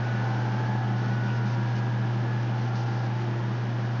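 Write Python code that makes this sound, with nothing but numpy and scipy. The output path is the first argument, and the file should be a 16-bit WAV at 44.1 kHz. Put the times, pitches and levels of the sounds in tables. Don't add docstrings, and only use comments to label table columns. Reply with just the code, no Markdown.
import sys
import numpy as np
from scipy import signal
from scipy.fft import rfft, irfft
from scipy.io import wavfile
from scipy.ndimage import uniform_filter1d

SR = 44100
rng = np.random.default_rng(int(sys.argv[2]) if len(sys.argv) > 2 else 0)


def master_out(mix):
    frames = np.transpose(np.atleast_2d(mix))
    ceiling = np.clip(frames, -1, 1)
    pcm = np.round(ceiling * 32767).astype(np.int16)
    wavfile.write(sys.argv[1], SR, pcm)


N = 176400


# time_s, level_db
HUM_LEVELS = [(0.05, -27.5), (0.39, -27), (1.96, -26.5), (3.54, -28.5), (3.95, -28)]

def motor(t, pitch_hz=120.0, waver_db=0.06):
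    level_db = curve(HUM_LEVELS) + waver_db * wander(per_s=16)
    return np.sqrt(2) * gain(level_db) * np.sin(2 * np.pi * pitch_hz * t)


# laps_per_s, level_db
BELT_LAPS = [(6.315, -41.5), (4.805, -42.5)]
# pitch_hz, gain_db
HEAD_TONE = [(40, -34.5), (100, -25), (140, -5), (165, -11.5), (188, -1), (200, -5.5), (215, -1), (240, -5),
             (275, -9.5), (340, -7.5), (450, -20), (700, -47)]
# time_s, gain_db
RETREAT_FADE = [(0, 1.5), (.3, 1.5), (.9, 0), (1.7, -0.5), (2.8, -1), (4, -1)]

def belts(slip=.3):
    rumble = 0
    for laps_per_s, level_db in BELT_LAPS:
        lap_samples = int(SR / laps_per_s)
        phases = 2 * np.pi * rng.random(N)[:lap_samples // 2 + 1]
        bumps = normalize(irfft(np.exp(1j * phases), lap_samples))
        shaking = np.resize(bumps, N) + slip * rng.standard_normal(N)
        rumble = rumble + gain(level_db) * shape_tone(shaking, HEAD_TONE)
    return rumble * gain(curve(RETREAT_FADE))


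# pitch_hz, level_db
DRONE_TONES = [(196.2, -42.5), (201.65, -40.5)]
# time_s, gain_db
DRONE_FADE = [(0, 0), (.7, 0), (1.3, -1.5), (2, 0), (2.5, -2), (3.2, -4), (4, -6.5)]

def belt_drone(t, in_step_s=.171):
    start_cycles = rng.random()
    tones = sum(gain(level_db) * np.sin(2 * np.pi * (pitch_hz * (t - in_step_s) + start_cycles))
                for pitch_hz, level_db in DRONE_TONES)
    return np.sqrt(2) * tones * gain(curve(DRONE_FADE))


SPINDLE_HZ = 86.77
# pitch_hz, gain_db
FRAME_TONE = [(20, -18.5), (70, -5.5), (150, 2), (330, -2), (480, -1), (680, 0), (1000, -4.5), (1250, -5),
              (1600, -12), (2050, -13), (2500, -15), (2900, -13.5), (3600, -18), (7000, -38)]
# pitch_hz, width_hz, level_db
PANEL_RINGS = [(343.2, 35, -51), (810, 120, -47), (1430, 120, -51.5), (1692, 74, -51)]

def bearings(t, wobble_phase, rush_db=-39.5):
    load = 1 + .06 * np.sin(2 * np.pi * SPINDLE_HZ * t) + .08 * np.sin(wobble_phase)
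    rush = gain(rush_db) * shape_tone(load * rng.standard_normal(N), FRAME_TONE)
    panels = 0
    for pitch_hz, width_hz, level_db in PANEL_RINGS:
        ringing = ring(load * rng.standard_normal(N), pitch_hz, width_hz)
        panels = panels + gain(level_db) * ring(ringing, pitch_hz, width_hz=pitch_hz / 2)
    retreat_db = curve(RETREAT_FADE)
    return rush * gain(retreat_db / 2) + panels * gain(retreat_db)


WHINE_LEVELS = [-55.5, -68, -59, -66.5, -63, -54.5, -54.5, -57.5, -61, -69, -66.5, -61.5, -59.5, -58.5,
                -57.5, -59.5, -63.5, -62, -61, -63.5, -68.5, -71, -68.5, -67.5, -67]
# start_s, length_s, multiple, change_db
ROOM_SWELLS = [(-.1, .6, 17, 12), (-.05, 0.86, 26, 8), (0, 0.44, 20, 11), (0, 0.35, 23, 7),
               (0.085, 1.08, 10, 11), (0.101, 0.51, 6, 6), (0.104, 1.3, 9, 9), (.15, .6, 18, 8.5),
               (0.152, 1.3, 15, 7), (.18, 0.24, 12, 11), (.2, .45, 11, 9.5), (0.452, 0.49, 19, 9.5),
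               (0.752, .35, 20, 7), (0.818, .85, 17, 13.5), (.95, .55, 22, 8), (1.053, 0.78, 16, 9),
               (1.128, 0.63, 11, 11.5), (1.401, 0.95, 9, 6), (1.42, .78, 19, 11.5), (1.6, .45, 20, 7),
               (1.5, .8, 11, 7.5), (1.65, 0.43, 18, 3), (1.05, .4, 18, 5), (2.003, 1.6, 10, 6.7),
               (2.06, 0.3, 4, 12), (2.14, 0.38, 20, 11.5), (2.5, 0.7, 9, 10.5), (2.55, 0.55, 16, 10),
               (2.65, 0.48, 4, 6), (2.75, 0.51, 19, 4.5), (3.03, .8, 4, 13), (3.103, .8, 22, 5.5),
               (3.198, .55, 9, -10), (3.45, .5, 10, -6.5)]

def spindle(t, wobble_phase, boost_db=0.5, wobble_depth=.36):
    speed_hz = SPINDLE_HZ * (1 + .0004 * wander(per_s=1.992) + .001 * wander(per_s=40))
    turns = np.cumsum(speed_hz) / SR
    retreat_db = curve(RETREAT_FADE) / 2
    whine = 0
    for multiple, level_db in enumerate(WHINE_LEVELS, 4):
        start_phase, wobble_lag = 2 * np.pi * rng.random(2)
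        swell_db = sum(change_db * arch(t, start_s, length_s)
                       for start_s, length_s, which, change_db in ROOM_SWELLS if round(which) == multiple)
        fade_db = np.clip(wander(per_s=2.5), -2, 1)
        shake = 1 + wobble_depth * np.sin(wobble_phase + wobble_lag) + .1 * wander(per_s=20)
        phase = 2 * np.pi * multiple * turns + start_phase + .3 * wander(per_s=2.5)
        whine = whine + gain(level_db + retreat_db + swell_db + fade_db) * shake * np.sin(phase)
    return np.sqrt(2) * gain(boost_db) * whine


# pitch_hz, gain_db
HISS_TONE = [(1500, -4), (2800, 0.5), (3600, -2), (4500, 0.5), (5500, 0), (6300, -6), (6800, -13.5),
             (7200, -27.5)]
# start_s, length_s, rise_db
BITES = [(0.034, 0.66, 2.5), (.96, .2, 3.5), (1.238, 0.15, 3.5), (1.454, .1, 5.5), (1.6, 0.14, 2.5),
         (1.752, 0.044, 6.5), (2.40, .05, 2.5), (2.57, 0.12, 2.8), (2.75, 0.09, 7), (2.858, 0.21, 3.5),
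         (3.15, 0.078, 2)]

def cutter(t, hiss_db=-56, chips_per_s=530, edge_s=0.0081):
    bite_db = 0
    for start_s, length_s, rise_db in BITES:
        inside_s = np.minimum(t - start_s, start_s + length_s - t)
        bite_db = bite_db + rise_db * np.clip(inside_s / edge_s + .5, 0, 1)
    chip_hits = rng.random(N) < chips_per_s / SR
    chips = normalize(chip_hits * rng.standard_normal(N))
    shaving = rng.standard_normal(N) + gain(db=-9.5) * chips
    return gain(hiss_db + bite_db) * shape_tone(shaving, HISS_TONE)


# start_s, length_s, pitch_hz, waver_hz, level_db
SQUEAL_NOTES = [(.17, .26, 765, 22, -42.5), (0.586, 0.47, 728, 2.9, -47.5), (0.598, .3, 1695, 4, -48),
                (2.152, 0.33, 1692, 10, -49), (2.7, .45, 812, 4, -48)]

def squeals(t):
    tones = 0
    for start_s, length_s, pitch_hz, waver_hz, level_db in SQUEAL_NOTES:
        phase = 2 * np.pi * np.cumsum(pitch_hz + waver_hz * wander(per_s=60)) / SR
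        tones = tones + gain(level_db) * arch(t, start_s, length_s) * np.sin(phase)
    return np.sqrt(2) * tones


# start_s, length_s, level_db
RUBS = [(.02, 0.17, -53), (1.246, .11, -49.5), (1.752, .05, -55), (2.05, .06, -55), (2.452, 0.065, -53.5)]

def scrapes(t, pitch_hz=2730, width_hz=760):
    rasp = ring(rng.standard_normal(N), pitch_hz, width_hz)
    rasp = ring(rasp, pitch_hz, width_hz)
    return rasp * sum(gain(level_db) * arch(t, start_s, length_s) for start_s, length_s, level_db in RUBS)


def feed_whine(t, start_s=3.24, length_s=.32, start_hz=850, climb_hz_per_s=520, level_db=-50):
    pitch_hz = start_hz + climb_hz_per_s * (t - start_s)
    phase = 2 * np.pi * np.cumsum(pitch_hz) / SR
    return np.sqrt(2) * gain(level_db) * arch(t, start_s, length_s) * np.sin(phase)


def gain(db):
    return 10 ** (np.asarray(db) / 20)


def normalize(x):
    return x / np.sqrt(np.mean(x ** 2))


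def curve(rows):
    return np.interp(np.arange(N) / SR, *np.array(rows, float).T)


def arch(t, start_s, length_s):
    return 1 - (2 * np.clip((t - start_s) / length_s, 0, 1) - 1) ** 2


def wander(per_s):
    hold = max(int(SR / per_s), 2)
    steps = np.repeat(rng.standard_normal(N // hold + 3), hold)
    return 1.37 * uniform_filter1d(uniform_filter1d(steps, hold), hold)[hold:hold + N]


def shape_tone(x, rows):
    pitch_hz, gain_db = np.array(rows, float).T
    hz = np.maximum(np.arange(N // 2 + 1) * SR / N, 1)
    response = gain(np.interp(np.log(hz), np.log(pitch_hz), gain_db))
    return normalize(irfft(rfft(x) * response, N))


def ring(x, pitch_hz, width_hz):
    hz = np.maximum(np.arange(N // 2 + 1) * SR / N, 1)
    off_pitch = (hz / pitch_hz - pitch_hz / hz) * pitch_hz / width_hz
    return normalize(irfft(rfft(x) / (1 + 1j * off_pitch), N))


def scene(wobble_hz=33.3):
    t = np.arange(N) / SR
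    wobble_phase = 2 * np.pi * wobble_hz * t
    drive = motor(t) + belts() + belt_drone(t) + bearings(t, wobble_phase) + spindle(t, wobble_phase)
    cutting = cutter(t) + squeals(t) + scrapes(t)
    return (drive + cutting + feed_whine(t))[None]


def record(dry, top_hz=6850):
    return signal.sosfilt(signal.ellip(8, .2, 70, top_hz, fs=SR, output="sos"), dry)


dry = scene()
out = record(dry)
master_out(out)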